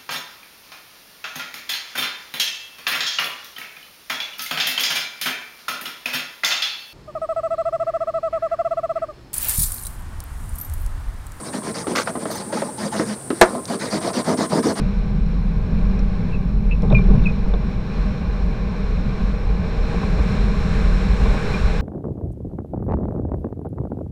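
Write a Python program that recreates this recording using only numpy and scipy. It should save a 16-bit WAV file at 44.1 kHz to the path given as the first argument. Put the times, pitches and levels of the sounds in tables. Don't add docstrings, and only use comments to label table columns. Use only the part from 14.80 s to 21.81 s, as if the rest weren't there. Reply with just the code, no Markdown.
import sys
import numpy as np
from scipy import signal
from scipy.fft import rfft, irfft, next_fast_len
from scipy.io import wavfile
from scipy.ndimage import uniform_filter1d

SR = 44100
rng = np.random.default_rng(int(sys.argv[2]) if len(sys.argv) > 2 else 0)


def waveform_to_disk(signal):
    frames = np.transpose(np.atleast_2d(signal))
    scaled = np.clip(frames, -1, 1) * 32767
    samples = np.round(scaled).astype(np.int16)
    wavfile.write(sys.argv[1], SR, samples)


N = 309141

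# time in seconds, throbbing level in dB, drumming level in dB.
THROB_AND_DRUM_LEVELS = [(0.0, -21, -18), (0.19, -16, -28.5), (0.29, -20, -22), (0.84, -17.5, -26),
                         (0.94, -18.5, -21), (1.35, -16, -25), (1.39, -41, -22.5), (1.44, -23.5, -23.5),
                         (1.95, -13.5, -24.5), (2.02, -27.5, -23.5), (2.08, -19.5, -17), (2.15, -13, -16.5),
                         (2.22, -19, -19), (2.28, -8, -20.5), (2.335, -10.5, -16), (2.37, -29, -13.5),
                         (2.41, -14.5, -17.5), (2.52, -22, -23), (2.57, -19, -23), (2.73, -19.5, -28),
                         (2.86, -22.5, -24), (2.92, -18, -26), (3.1, -28, -26.5), (3.2, -18.5, -25.5),
                         (3.43, -28, -23.5), (3.49, -11.5, -26.5), (3.53, -22.5, -30), (3.69, -15, -22),
                         (3.77, -28, -28.5), (3.84, -17.5, -26), (3.96, -32, -27), (4.1, -17, -29),
                         (4.3, -20, -23), (4.33, -27, -27.5), (4.45, -19.5, -24.5), (4.61, -21, -30.5),
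                         (4.67, -14.5, -27.5), (4.76, -15, -24.5), (4.82, -32, -25), (5.0, -12, -31.5),
                         (5.09, -24.5, -24.5), (5.41, -17, -24.5), (5.54, -29, -21.5), (5.6, -14, -24),
                         (5.93, -25, -22.5), (6.02, -14.5, -24.5), (6.27, -19, -23), (6.32, -10, -25.5),
                         (6.38, -23, -27.5), (6.42, -16.5, -23.5), (6.52, -13, -24), (6.58, -26, -25.5),
                         (6.77, -28, -24), (6.82, -15, -26), (6.93, -14.5, -24.5), (7.01, -22.5, -27)]
FLUTTER_HZ = 41.62
# frequency in Hz, relative density in dB per Hz.
SAIL_SPECTRUM = [(59, -32), (100, -4.5), (205, 2.5), (219, -7.5), (237, -9.5), (300, -31), (390, -30),
                 (660, -120)]
# time in seconds, level in dB.
HEAVE_LEVEL = [(0, -45), (.7, -40), (1.0, -24), (1.9, -28), (2.1, -18.5), (2.6, -19), (3.0, -36),
               (7.01, -40)]
# frequency in Hz, relative density in dB per Hz.
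HEAVE_SPECTRUM = [(3, -40), (6, 0), (14, 0), (22, -30), (40, -120)]

# time in seconds, hiss level in dB.
AIRFLOW = [(0.0, -42), (0.15, -43), (0.4, -46.5), (1.27, -45), (1.87, -48), (2.26, -44.5), (2.81, -44.5),
           (3.26, -43), (3.85, -42.5), (4.06, -41.5), (4.45, -41), (4.8, -40), (5.0, -38.5), (5.14, -36.5),
           (5.4, -36), (5.75, -36), (6.09, -35), (6.46, -34), (7.01, -35.5)]
# frequency in Hz, relative density in dB per Hz.
RUMBLE_SPECTRUM = [(4, 8.5), (12, -7.5), (21, -3.5), (30, -1.5), (60, 0.5), (75, 3), (90, -8), (110, 0),
                   (150, -35.5), (400, -130)]
# frequency in Hz, relative density in dB per Hz.
RUSH_SPECTRUM = [(130, -46.5), (220, -1.5), (292, -13), (453, -9.5), (693, -17.5), (1050, -18),
                 (1340, -27.5), (2380, -36), (3000, -41), (3900, -71), (6600, -120)]
# frequency in Hz, relative density in dB per Hz.
HISS_SPECTRUM = [(450, -21), (800, -3), (1500, 3), (1900, 1), (2400, -10), (3000, -9), (4100, -11),
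                 (4700, -12), (6200, -16), (9000, -26), (11700, -66.5), (19800, -120)]
# frequency in Hz, relative density in dB per Hz.
FIZZ_SPECTRUM = [(3240, -40), (5500, -14.5), (7000, 1), (8800, -3.5), (9600, -10.5), (11000, -13.5),
                 (12500, -12), (13300, -40.5), (16000, -78)]
CRUISE_HISS_DB, CRUISE_SAIL_DB = -48, -25
RUMBLE_DB, RUMBLE_PER_HISS, RUMBLE_PER_SAIL = -28.5, 0.37, 0.55
RUSH_DB, RUSH_PER_HISS, RUSH_PER_SAIL = -38, 0.56, 0.14
FIZZ_DB, FIZZ_PER_HISS, FIZZ_ONSET_DB = -74, 1.98, 4

# middle in seconds, width (sigma) in seconds, top level in dB.
SWELLS = [(2.045, .015, -33), (2.123, 0.015, -24.5), (2.195, 0.014, -39), (2.31, .035, -31),
          (2.662, .005, -34), (2.748, 0.011, -31), (5.145, .015, -33), (5.23, 0.011, -32),
          (5.39, 0.013, -28.5), (6.47, 0.034, -29.5), (6.55, .012, -28)]
# frequency in Hz, relative density in dB per Hz.
SWELL_SPECTRUM = [(150, -41), (250, 3), (500, -5.5), (900, -9), (1300, -21.5), (2000, -36), (4000, -89.5)]

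# centre in Hz, width in Hz, lift in dB (negative cuts).
FRAME_RESONANCES = [(122.8, 29, -1), (168.5, 20, 3), (207.7, 14, 1.5), (289.3, 25.7, 6.5), (417, 187, 7.5),
                    (473.4, 134, 5), (617, 32, 10), (791, 99, 9), (1107, 282, 8.5), (1556, 290, 5.5),
                    (1897, 110, -4.5), (2400, 660, 16.5), (2730, 84, 1.5), (3710, 720, 7), (4122, 340, 11),
                    (5440, 530, 12), (5870, 250, -0.5), (7800, 18, -13)]
# start in seconds, drive ahead of the frame in dB, ring in Hz, share of dull shake.
KNOCKS = [(2.03, -30, 437, 0.68), (2.03, -10.5, 173.4, .03), (2.072, -14, 169, .03),
          (2.045, -29, 404, 0.45), (2.073, -36, 443, 0.68), (2.103, -27.5, 804, 0.96),
          (2.112, -29, 407, 0.73), (2.124, -16.5, 597, 0.3), (2.127, -4.5, 125, 0.027),
          (2.14, -23.5, 624, 0.24), (2.151, -34.5, 391, .5), (2.145, -28, 1080, .3), (2.168, -38, 450, .5),
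          (2.188, -31, 1090, 0.33), (2.199, -12, 181.6, .03), (2.19, -33, 417, 0.68),
          (2.221, -31, 390, 0.39), (2.283, -26, 350, 0.2), (2.286, -15.5, 122, .03), (2.299, -35, 1100, .4),
          (2.299, -13.5, 205, .03), (2.305, -26.5, 426, 0.43), (2.338, -32, 1090, 0.39),
          (2.34, -30, 580, 0.6), (2.351, -8.5, 123.7, 0.038), (2.385, -15, 118, .03),
          (2.388, -37, 462, 0.39), (2.659, -30.5, 960, 0.39), (2.737, -34, 465, 1.3),
          (5.233, -24, 1040, 0.34), (6.455, -22.5, 1030, 0.39)]
KNOCK_LOAD_S, KNOCK_RING_CYCLES = 0.0031, 4.4
KNOCK_CUT_HZ, KNOCK_SHAKE_S = 800, 0.0079

# start in seconds, time to peak in seconds, length in seconds,
# peak level in dB rms, starting pitch in Hz, sag in Hz, fade in dB, unevenness of grip in dB.
SQUEAKS = [(1.521, 0.014, 0.019, -37, 2790, 301, 8, 1), (1.541, 0.008, 0.015, -33.5, 2790, 429, 10, 3),
           (1.555, .004, .018, -42, 2620, 60, 6, 2), (1.909, .004, 0.031, -30.5, 2640, 21, 12, 4),
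           (1.941, 0.0046, 0.014, -45, 2570, 42, 6, 3.5), (2.144, .003, 0.0057, -26, 2630, 301, 3, 1),
           (2.146, 0.006, 0.077, -15.5, 2460, 90, 28, 1.5), (2.18, .007, 0.012, -47, 3520, -300, 3, 6),
           (2.337, .005, .012, -52, 3700, 501, 4, 4), (2.436, .006, 0.014, -46, 3670, 0, 4, 5),
           (2.453, .005, 0.01, -28, 2685, 250, 3, 3), (2.459, 0.012, 0.02, -20, 2554, 121, 9, 1),
           (2.481, .009, 0.033, -30.5, 2600, 154, 15, 2), (6.736, 0.0088, 0.033, -27.5, 2420, 36, 24, 1)]
SQUEAK_RISE_DB, SQUEAK_SAG_S = 14.5, 0.0141

# start in seconds, drive ahead of the frame in dB, ring in Hz,
# relative snap strength, top of the snap in Hz.
TICKS = [(1.1922, -43, 5500, 3.3, 7200), (1.1936, -45, 2520, .1, 4000), (1.911, -36.5, 2480, .1, 5000),
         (2.0215, -48, 5150, 3.5, 9500), (2.0215, -58, 11900, .3, 13000), (2.102, -35, 3600, .2, 4500),
         (2.109, -51, 5400, 0.56, 6200), (2.119, -40, 3700, .2, 4500), (2.122, -38, 2550, .1, 4000),
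         (2.124, -63.5, 11900, .3, 13000), (2.125, -36, 3600, .4, 7000), (2.126, -54, 5400, .3, 7000),
         (2.126, -34, 2490, .2, 6000), (2.146, -36, 2760, .03, 3500), (2.394, -40, 2640, .1, 4030),
         (2.739, -33, 3550, .06, 4040), (2.743, -53, 2450, .1, 3480), (4.868, -47, 4080, .2, 5000)]
TICK_LOAD_S, TICK_T60_S = .0006, .010
SNAP_S = .001
TICK_RATTLE, RATTLE_S = .12, .004

# frequency in Hz, level in dB rms.
WHINE_TONES = [(11568.4, -92), (14625.4, -93)]
SENSOR_HZ, SENSOR_DB_RMS, SENSOR_RESTARTS_PER_S = 11705, -77.5, 30 / 1.001
SELF_NOISE_DB, SELF_NOISE_TOP_HZ = -71, 12500
CUTOFF_HZ = 15100


def amp(db):
    return 10 ** (np.asarray(db) / 20)


def rms_one(x):
    return x / np.sqrt(np.mean(x ** 2) + 1e-20)


def in_time(rows):
    s, *columns = np.transpose(rows)
    return [np.interp(np.arange(N) / SR, s, c) for c in columns]


def drift(rate_hz):
    r = np.exp(-80 * np.pi * rate_hz / SR)
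    noise = rng.standard_normal(N // 40 + 2002)
    slow = signal.lfilter([1], [1, -2 * r, r * r], noise)[2000:]
    return np.interp(np.arange(N) / 40, np.arange(len(slow)), rms_one(slow))


def coloured(spectrum):
    hz, db = np.transpose(spectrum)
    size = next_fast_len(N)
    grid_hz = np.maximum(np.arange(size // 2 + 1) * SR / size, 1)
    gain = amp(np.interp(np.log(grid_hz), np.log(hz), db))
    return irfft(rfft(rng.standard_normal(size)) * gain, size)[:N]


def frame(x):
    for hz, width_hz, lift_db in FRAME_RESONANCES:
        w, lift = 2 * np.pi * hz / SR, amp(lift_db / 2)
        damp = np.pi * width_hz / SR
        x = signal.lfilter([1 + damp * lift, -2 * np.cos(w), 1 - damp * lift],
                           [1 + damp / lift, -2 * np.cos(w), 1 - damp / lift], x)
    return x


def flutter(waver=0.0998, throb_db=1.0, swell_hz=22, steady=2.23):
    level_db, _ = in_time(THROB_AND_DRUM_LEVELS)
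    turns = np.cumsum(FLUTTER_HZ * (1 + waver * drift(8.95))) / SR
    in_phase = (steady + drift(swell_hz)) * np.sin(2 * np.pi * turns)
    quadrature = drift(swell_hz) * np.cos(2 * np.pi * turns)
    return amp(level_db + throb_db * drift(35)) * rms_one(in_phase + quadrature)


def sail(even=0.29, window_s=0.041):
    _, level_db = in_time(THROB_AND_DRUM_LEVELS)
    drum = frame(coloured(SAIL_SPECTRUM))
    power = uniform_filter1d(drum ** 2, round(window_s * SR)) + 1e-12
    return amp(level_db) * rms_one(drum * power ** (-even / 2))


def sway():
    level_db, = in_time(HEAVE_LEVEL)
    heave = coloured(HEAVE_SPECTRUM)
    running_rms = np.sqrt(uniform_filter1d(heave ** 2, SR // 3))
    return amp(level_db) * heave / running_rms


def air(gust_db=0.99):
    hiss_db, = in_time(AIRFLOW)
    _, sail_db = in_time(THROB_AND_DRUM_LEVELS)
    faster_db, drumming_db = hiss_db - CRUISE_HISS_DB, sail_db - CRUISE_SAIL_DB
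    gust = gust_db * drift(2.5)
    rumble_db = RUMBLE_DB + RUMBLE_PER_HISS * faster_db + RUMBLE_PER_SAIL * drumming_db
    rumble = rms_one(coloured(RUMBLE_SPECTRUM)) * amp(rumble_db)
    rush_db = RUSH_DB + RUSH_PER_HISS * faster_db + RUSH_PER_SAIL * drumming_db
    rush = rms_one(frame(coloured(RUSH_SPECTRUM))) * amp(rush_db + gust_db * drift(1.3))
    hiss = rms_one(frame(coloured(HISS_SPECTRUM))) * amp(hiss_db + gust)
    fizz_db = FIZZ_DB + FIZZ_PER_HISS * np.maximum(faster_db - FIZZ_ONSET_DB, 0)
    fizz = rms_one(frame(coloured(FIZZ_SPECTRUM))) * amp(fizz_db + gust)
    return rumble + rush + hiss + fizz


def swells():
    t, size = np.arange(N) / SR, np.zeros(N)
    for middle_s, width_s, level_db in SWELLS:
        size += amp(level_db) * np.exp(-.5 * ((t - middle_s) / width_s) ** 2)
    return size * rms_one(frame(coloured(SWELL_SPECTRUM)))


def knocks():
    out, t = np.zeros(N), np.arange(round(.12 * SR)) / SR
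    load = 1 - np.exp(-t / KNOCK_LOAD_S)
    low_pass = signal.butter(3, KNOCK_CUT_HZ, fs=SR, output="sos")
    high_pass = signal.butter(1, 250, "high", fs=SR)
    for start_s, drive_db, ring_hz, shake_share in KNOCKS:
        shake = signal.sosfilt(low_pass, rng.standard_normal(len(t)))
        shake = rms_one(signal.lfilter(*high_pass, shake)) * np.exp(-t / KNOCK_SHAKE_S)
        ring = np.sin(2 * np.pi * ring_hz * t) * np.exp(-t * ring_hz / KNOCK_RING_CYCLES)
        at = round(start_s * SR)
        out[at:at + len(t)] += amp(drive_db) * load * (ring + shake_share * shake)
    return frame(out + 1e-18)


def squeaks(edge_s=0.0034, shiver=0.0079, third_db=-54):
    out, t = np.zeros(N), np.arange(round(.1 * SR)) / SR
    grip, wobble = drift(150), drift(157)
    for start_s, attack_s, length_s, peak_db, start_hz, sag_hz, fade_db, grip_db in SQUEAKS:
        at = round(start_s * SR)
        on = slice(at, at + len(t))
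        drop_db = np.interp(t, [0, attack_s, length_s], [SQUEAK_RISE_DB, 0, fade_db])
        size = amp(peak_db - drop_db + grip_db * grip[on])
        size *= np.clip(np.minimum(t, length_s - t) / edge_s + .5, 0, 1)
        pitch_hz = start_hz - sag_hz * (1 - np.exp(-t / SQUEAK_SAG_S))
        phase = 2 * np.pi * np.cumsum(pitch_hz * (1 + shiver * wobble[on])) / SR
        out[on] += np.sqrt(2) * size * (np.sin(phase) + amp(third_db) * np.sin(3 * phase))
    return out


def ticks():
    out, t = np.zeros(N), np.arange(round(.05 * SR)) / SR
    for start_s, drive_db, ring_hz, snap_share, top_hz in TICKS:
        load = 1 - np.exp(-t / TICK_LOAD_S)
        ring = np.sin(2 * np.pi * ring_hz * t) * amp(-60 * t / TICK_T60_S) * load
        crackle = rms_one(rng.standard_normal(len(t))) * np.exp(-t / SNAP_S)
        snap_band = signal.butter(4, [2200, top_hz], "band", fs=SR, output="sos")
        snap = snap_share * signal.sosfilt(snap_band, .6 * crackle)
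        loose_band = signal.butter(2, [0.86 * ring_hz, 0.88 * ring_hz], "band", fs=SR)
        loose = signal.lfilter(*loose_band, rng.standard_normal(len(t)))
        rattle = TICK_RATTLE * rms_one(loose) * np.exp(-t / RATTLE_S)
        at = round(start_s * SR)
        out[at:at + len(t)] += amp(drive_db) * (ring + snap + rattle)
    return frame(out + 1e-18)


def whine():
    t = np.arange(N) / SR
    tones = np.zeros(N)
    for hz, db in WHINE_TONES:
        tones += np.sqrt(2) * amp(db) * np.sin(2 * np.pi * (hz * t + rng.random()))
    since_restart_s = (t + rng.random()) % (1 / SENSOR_RESTARTS_PER_S)
    tones += np.sqrt(2) * amp(SENSOR_DB_RMS) * np.sin(2 * np.pi * SENSOR_HZ * since_restart_s)
    low_pass = signal.butter(4, SELF_NOISE_TOP_HZ, fs=SR, output="sos")
    return tones + amp(SELF_NOISE_DB) * signal.sosfilt(low_pass, rng.standard_normal(N))


def scene():
    wing = flutter() + sail() + sway()
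    wind = air() + swells()
    contacts = knocks() + squeaks() + ticks()
    return (wing + wind + contacts + whine())[None]


def record(dry):
    rounded = 1.8 * np.tanh(dry / 1.8)
    low_pass = signal.ellip(10, .5, 60, CUTOFF_HZ, fs=SR, output="sos")
    return signal.sosfilt(low_pass, rounded)


dry = scene()
out = record(dry)
waveform_to_disk(out)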